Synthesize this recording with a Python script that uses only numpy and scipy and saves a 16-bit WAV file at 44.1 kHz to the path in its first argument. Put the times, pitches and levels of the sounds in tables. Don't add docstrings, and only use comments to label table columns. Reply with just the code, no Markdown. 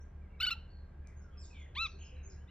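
import sys
import numpy as np
from scipy import signal
from scipy.fft import rfft, irfft, next_fast_len
from scipy.io import wavfile
from scipy.ndimage import uniform_filter1d

SR = 44100
rng = np.random.default_rng(int(sys.argv[2]) if len(sys.argv) > 2 else 0)


def put_to_file(sound):
    columns = np.atleast_2d(sound).T
    safe = np.clip(columns, -1, 1)
    whole_steps = np.round(safe * 32767)
    wavfile.write(sys.argv[1], SR, whole_steps.astype(np.int16))


N = 110250
T = np.arange(N) / SR


def gain_of(db):
    return 10 ** (np.asarray(db) / 20)


def evened(x):
    return x / np.sqrt(np.mean(x ** 2) + 1e-20)


def read(points, hz):
    f, value = np.transpose(points)
    return np.interp(np.log(hz + 1), np.log(f + 1), value)


def wobble(size):
    smoothed = uniform_filter1d(rng.standard_normal(N), size)
    return evened(uniform_filter1d(smoothed, size))


def noise(spectrum, patchy_db):
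    frames, hz = N // 256 + 5, np.fft.rfftfreq(1024, 1 / SR)
    real, imaginary, patches = rng.standard_normal((frames, 513, 3)).T
    patches = uniform_filter1d(patches, 8, 0)
    patches = evened(uniform_filter1d(patches, 14, 1))
    level_db = read(spectrum, hz)[:, None] + patchy_db * patches
    grid = (real + 1j * imaginary) * gain_of(level_db)
    return evened(signal.istft(grid, nperseg=1024, noverlap=768)[1][:N])


def ports(x):
    # (f/Hz, phase/rad)
    port_phase = [(100, -3), (1500, 0.16), (2700, 0.58), (4100, 0.86), (4500, 1.5), (6000, 1.34),
                  (7400, 3.5), (8100, 3), (8500, np.pi), (11700, np.pi), (13300, 4.5), (15000, 5)]
    size = next_fast_len(N + 2048)
    half_turn = read(port_phase, np.fft.rfftfreq(size, 1 / SR)) / 2
    turns = np.exp(1j * np.array([half_turn, -half_turn]))
    return irfft(rfft(x, size) * turns, size)[:, :N]


def echoes(x, t60, gap_s, treble_share=0.68):
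    treble_hz, fade_in_s = 4500, 0.0045
    differing, differing_top_hz = 0.45, 7000
    t = np.arange(SR) / SR
    tails = rng.standard_normal((3, SR))
    low = signal.sosfiltfilt(signal.butter(N=2, Wn=treble_hz, fs=SR, output='sos'), tails)
    low_tail = low * gain_of(-60 * t / t60)
    treble_tail = (tails - low) * gain_of(-60 * t / t60 / treble_share)
    tails = (low_tail + treble_tail) * np.clip((t - gap_s) / fade_in_s, 0, 1)
    wet = signal.fftconvolve(x[None], tails / np.linalg.norm(tails[0]), axes=1)[:, :N]
    top_cut = signal.butter(N=6, Wn=differing_top_hz, fs=SR, output='sos')
    alike = np.sqrt(1 - differing ** 2) * ports(wet[0])
    return alike + differing * signal.sosfilt(top_cut, wet[1:])


def air():
    # (f/Hz, relative level per Hz/dB)
    air_colour = [(25, -28.5), (45, -13.5), (77, -7.5), (100, -18.5), (130, -17.5), (194, -18.5),
                  (230, -25), (437, -27.5), (739, -34), (1630, -40), (2170, -43), (2600, -49), (3500, -55),
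                  (5000, -63.5), (7500, -68), (9000, -77.5), (16000, -83.5)]
    return gain_of(-59.5) * noise(air_colour, patchy_db=0.5)


def hiss():
    # (f/Hz, relative level/dB)
    hiss_colour = [(18, -73), (30, -49), (124, -5.5), (210, -2), (239, -10.5), (311, -0.5), (512, 2),
                   (1900, -16), (2230, -14), (3300, -38.5), (5030, -26.5), (5440, -27.5), (16000, -38)]
    one_side = gain_of(-72) * noise(hiss_colour, patchy_db=1.0)
    return np.array([one_side, -one_side])


def engines():
    # (multiple, mean level/dB rms)
    first_engine = [(3, -57.5), (4, -72), (5, -79), (6, -53), (7, -63), (8, -73.5), (10, -71.5), (11, -78),
                    (12, -70), (16, -69.5)]
    # (f/Hz, mean level/dB rms)
    second_engine = [(52.0, -64), (75.8, -56)]
    cycle_hz, waver_db = 11.8, 1.5
    together_s = 1.005
    whine_hz, whine_width_hz, whine_db = 1603, 35, -79
    tones = [(k * cycle_hz, db) for k, db in first_engine] + second_engine
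    drone = np.zeros(N)
    for hz, db in tones:
        level = gain_of(db + waver_db * wobble(size=5000))
        drone += level * np.cos(2 * np.pi * hz * (T - together_s))
    whine = np.zeros(N)
    for wave in (np.sin, np.cos):
        whine += wobble(size=int(SR / whine_width_hz / 3)) * wave(2 * np.pi * whine_hz * T)
    return np.sqrt(2) * drone + gain_of(whine_db) * whine


def far_birds():
    # (t/s, first glide/s, second glide/s, start f/Hz, turning f/Hz, end f/Hz, direct level/dB, echo level/dB)
    far_calls = [(0, .035, .01, 5300, 6050, 5500, -74, -82), (0, 0.033, .03, 6850, 7200, 6900, -81, -88),
                 (.3, .03, .06, 2150, 2320, 2200, -78, -76), (1.04, .02, .085, 2400, 2450, 1750, -79, -75),
                 (1.01, .03, .05, 1620, 1720, 1670, -76, -78),
                 (1.563, .012, .06, 3350, 3550, 3350, -67, -67),
                 (.29, .03, .04, 2700, 2775, 2750, -83.5, -84.5),
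                 (.68, .03, .125, 4250, 4530, 4150, -77, -77), (.21, .01, .075, 2400, 2400, 1980, -78, -82),
                 (1.156, 0.029, 0.043, 6500, 7000, 5160, -84, -76),
                 (1.2, .02, 0.27, 1500, 1502, 944, -76, -76),
                 (1.304, 0.028, 0.031, 3230, 3360, 1975, -82, -73),
                 (1.368, .05, .032, 5120, 5460, 3140, -62, -64.5),
                 (1.385, .045, 0.038, 7220, 7560, 5200, -74, -65),
                 (1.5, 0.012, .16, 2870, 2580, 1900, -63.5, -64),
                 (1.538, 0.0033, 0.021, 4000, 3900, 2600, -70, -65),
                 (1.49, 0.014, 0.023, 5200, 5300, 3500, -87, -73.5),
                 (1.791, 0.025, 0.051, 6300, 6640, 4800, -74, -64.5),
                 (2.155, 0.02, 0.05, 3900, 4050, 3950, -82, -82),
                 (1.572, 0.02, .04, 6600, 6950, 6300, -90, -76),
                 (1.904, 0.0097, 0.065, 4360, 4500, 4210, -72, -71),
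                 (1.98, 0.036, 0.041, 6500, 6780, 4700, -80, -69),
                 (2.225, .06, .027, 6290, 6980, 3800, -75, -66),
                 (2.35, 0.037, 0.063, 1555, 1666, 1684, -76, -87),
                 (2.37, .05, 0.023, 2590, 3050, 3030, -80, -79.5),
                 (2.472, 0.042, .01, 3410, 4150, 4200, -73.5, -73),
                 (2.478, 0.035, .01, 2400, 3125, 3100, -70.5, -72.5),
                 (2.47, 0.033, .01, 1790, 2120, 2100, -73, -77),
                 (1.93, .03, .03, 387, 397.6, 397, -63, -77),
                 (2.119, 0.024, 0.035, 492, 509, 504, -64, -73),
                 (2.26, 0.033, 0.07, 420, 400, 338, -64, -74)]
    edge_s = .006
    fall_db = -4
    sweep_full_db, sweep_hz_per_s = -12, 40000
    warble = .03
    flutter = 0.5
    out = np.zeros((2, N))
    for start, rise, fall, from_hz, top_hz, to_hz, direct_db, echo_db in far_calls:
        t = T - start
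        up, down = np.clip(t / rise, 0, 1), np.clip((t - rise) / fall, 0, 1)
        hz = from_hz + (top_hz - from_hz) * np.sin(np.pi / 2 * up) + (to_hz - top_hz) * down
        blur = min(flutter * gain_of(echo_db - direct_db), 1)
        hz = hz * (1 - warble * blur * abs(wobble(size=250)))
        edges = np.clip(np.minimum(t / 2, rise + fall - t) / edge_s, 0, 1)
        shape = gain_of(fall_db * down) * edges * (1 + blur * wobble(size=170))
        quickness = np.tanh((top_hz - to_hz) / fall / sweep_hz_per_s)
        sweep_db = sweep_full_db * quickness * np.sqrt(down)
        levels = gain_of([direct_db + sweep_db, echo_db + 0 * down])
        out += levels * np.sqrt(2) * shape * np.sin(2 * np.pi * np.cumsum(hz) / SR)
    return out


def rattles():
    # (t/s, f at the start of a chip/Hz, peak level of direct sound/dB)
    runs = [
        [(1.98, 3200, -71.5), (2.01, 3450, -58.5), (2.1, 3400, -67), (2.2, 3050, -68.5), (2.3, 2600, -79.5),
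         (2.36, 2300, -76)],
        [(2.1, 2300, -80), (2.16, 2100, -75.5), (2.25, 1900, -71), (2.33, 1800, -82)],
        [(1.04, 2500, -79), (1.1, 2600, -73), (1.17, 2200, -80)],
        [(1.54, 3900, -72), (1.6, 3800, -70), (1.68, 3500, -81.5), (1.74, 3300, -84)],
    ]
    chips_per_s, chip_drop, echo_boost_db = 53, .35, 4
    out = np.zeros(N)
    for rows in runs:
        s, top_hz, db = np.transpose(rows)
        rate = chips_per_s * (1 + 0.12 * wobble(size=900))
        progress = (np.cumsum(rate) / SR) % 1
        hz = np.interp(T, s, top_hz) * (1 - chip_drop * progress)
        chips = np.sin(np.pi * progress) * np.sin(2 * np.pi * np.cumsum(hz) / SR)
        out += chips * gain_of(np.interp(T, s, db, -200, -200))
    return gain_of([[0], [echo_boost_db]]) * out


def snaps():
    # (t/s, f/Hz, width/Hz, direct level of the envelope peak/dB, echo level of it/dB)
    clicks = [(1.073, 6650, 4300, -46.5, -50), (.553, 880, 160, -57.5, -75), (1.39, 7600, 1500, -72, -60)]
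    out = np.zeros((2, N))
    for s, hz, width, direct_db, echo_db in clicks:
        u = np.maximum(T - s, 0) * np.pi * width
        envelope = u ** 2 * np.exp(2 - u) / 4
        out += gain_of([[direct_db], [echo_db]]) * envelope * np.sin(2 * np.pi * hz * (T - s))
    return out


def garden(near):
    early = gain_of(-16) * echoes(near, t60=0.18, gap_s=0.002)
    return early + gain_of(-26.5) * echoes(near, t60=0.47, gap_s=.03)


def bird(rows, tilt_db, glide_db, dip_hz, dip_end_s):
    # (f/Hz, gain/dB)
    throat = [(600, -40.5), (1000, -5.5), (1450, -10), (2200, -4), (2900, -2), (3700, -2.5), (4400, -9),
              (5200, -19), (6000, -24.5), (7400, -28), (8800, -34), (10400, -36.5), (12000, -54),
              (13400, -40), (14600, -30), (15300, -40), (16000, -64)]
    jitter, break_jitter = .004, .018
    breathy_db, break_breathy_db, breath_tilt_db = -30, -13, 28
    bright_hz = 4300
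    glide_hz_per_s = 12000
    lag_rad = .2
    dip_width_hz, dip_db = 300, -27

    s, hz, db, half = np.transpose(rows)
    hz, db, half = (uniform_filter1d(np.interp(T, s, c), 40) for c in (hz, db, half))
    glide_speed = abs(uniform_filter1d(np.gradient(hz), 150)) * SR
    tilt_db = tilt_db + glide_db * np.tanh(glide_speed / glide_hz_per_s)
    hz = hz * (1 + (jitter + break_jitter * half) * wobble(size=30))
    hollow_db = dip_db * np.clip((dip_end_s - T) / .01, .3, 1)
    turn, voice = np.pi * np.cumsum(hz) / SR, np.zeros(N)
    for k in range(1, 26):
        line_hz = hz * k / 2
        octaves = np.log2(np.maximum(line_hz / bright_hz, 1))
        if k % 2:
            share, breath_share = half, half
        else:
            share, breath_share = 1 - (.4 if k == 2 else .8) * half, 1
        breath_db = breathy_db + (break_breathy_db - breathy_db) * half
        breath_db = breath_db + breath_tilt_db * (1 - half) * np.sqrt(np.minimum(octaves, 1))
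        breath = gain_of(breath_db) * wobble(size=24)
        wave = np.cos(k * turn - lag_rad * k * k / 4) * (line_hz < 17000)
        line = (share + breath * breath_share) * wave
        hollow = hollow_db * np.exp(-((line_hz - dip_hz) / dip_width_hz) ** 2)
        voice -= gain_of(read(throat, line_hz) + tilt_db * octaves + hollow) * line
    return np.sqrt(2) * voice * gain_of(db) * (T > s[0]) * (T < s[-1])


def trill():
    # (t/s, f/Hz, level before the throat/dB, share of half-pitch lines/0-1)
    trill_path = [(.392, 1246, -73.5, 0), (.4005, 1302, -63, 0.1), (.402, 1247, -39, 0.16),
                  (.409, 1387, -32.5, 0), (.416, 1495, -32.5, 0), (.418, 1472, -39, .9),
                  (.4245, 1410, -35.5, 0.7), (.426, 1350, -39, 0), (.430, 1456, -31, 0),
                  (.435, 1528, -29, 0.07), (.451, 1519, -29.5, 0), (.453, 1470, -37.5, .9),
                  (.460, 1540, -39, .8), (.463, 1455, -52.5, .5), (.465, 1258, -37.5, 0.02),
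                  (.469, 1396, -31, 0.11), (.475, 1452, -31, 0), (.490, 1470, -32, 0),
                  (.493, 1480, -40.5, 0.7), (.499, 1300, -45.5, 0.5), (.504, 1363, -51, 0.4),
                  (.506, 1146, -38.5, 0.3), (.510, 1311, -37, 0), (.515, 1396, -32, 0),
                  (.522, 1374, -33.5, 0.05), (.533, 1333, -39, 0), (.538, 1274, -50, 0.6),
                  (.546, 1320, -80, .3)]
    return bird(trill_path, tilt_db=-4, glide_db=9.5, dip_hz=6200, dip_end_s=1)


def arched_note():
    # (t/s, f/Hz, level before the throat/dB)
    arch_path = [(1.747, 706.4, -90), (1.752, 785, -53), (1.76, 929, -48), (1.772, 1083, -41),
                 (1.79, 1240, -37.5), (1.808, 1317, -35), (1.826, 1350, -33), (1.844, 1321, -36.5),
                 (1.858, 1271, -35.5), (1.868, 1131, -46.5), (1.874, 980, -59.5), (1.877, 904, -85)]
    path = [(*row, 0) for row in arch_path]
    return bird(path, tilt_db=-9.5, glide_db=0.5, dip_hz=5200, dip_end_s=1.815)


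def scene():
    near = trill() + arched_note()
    far, far_wet = far_birds() + rattles() + snaps()
    far_echoes = echoes(far_wet, t60=0.42, gap_s=0.0021, treble_share=.9)
    background = engines() + air() + hiss()
    return ports(near + far) + garden(near) + far_echoes + background


def record(dry):
    low_pass = signal.firwin(511, 16000, window=("kaiser", 9), fs=SR)
    return signal.oaconvolve(dry, low_pass[None], "same")


dry = scene()
out = record(dry)
put_to_file(out)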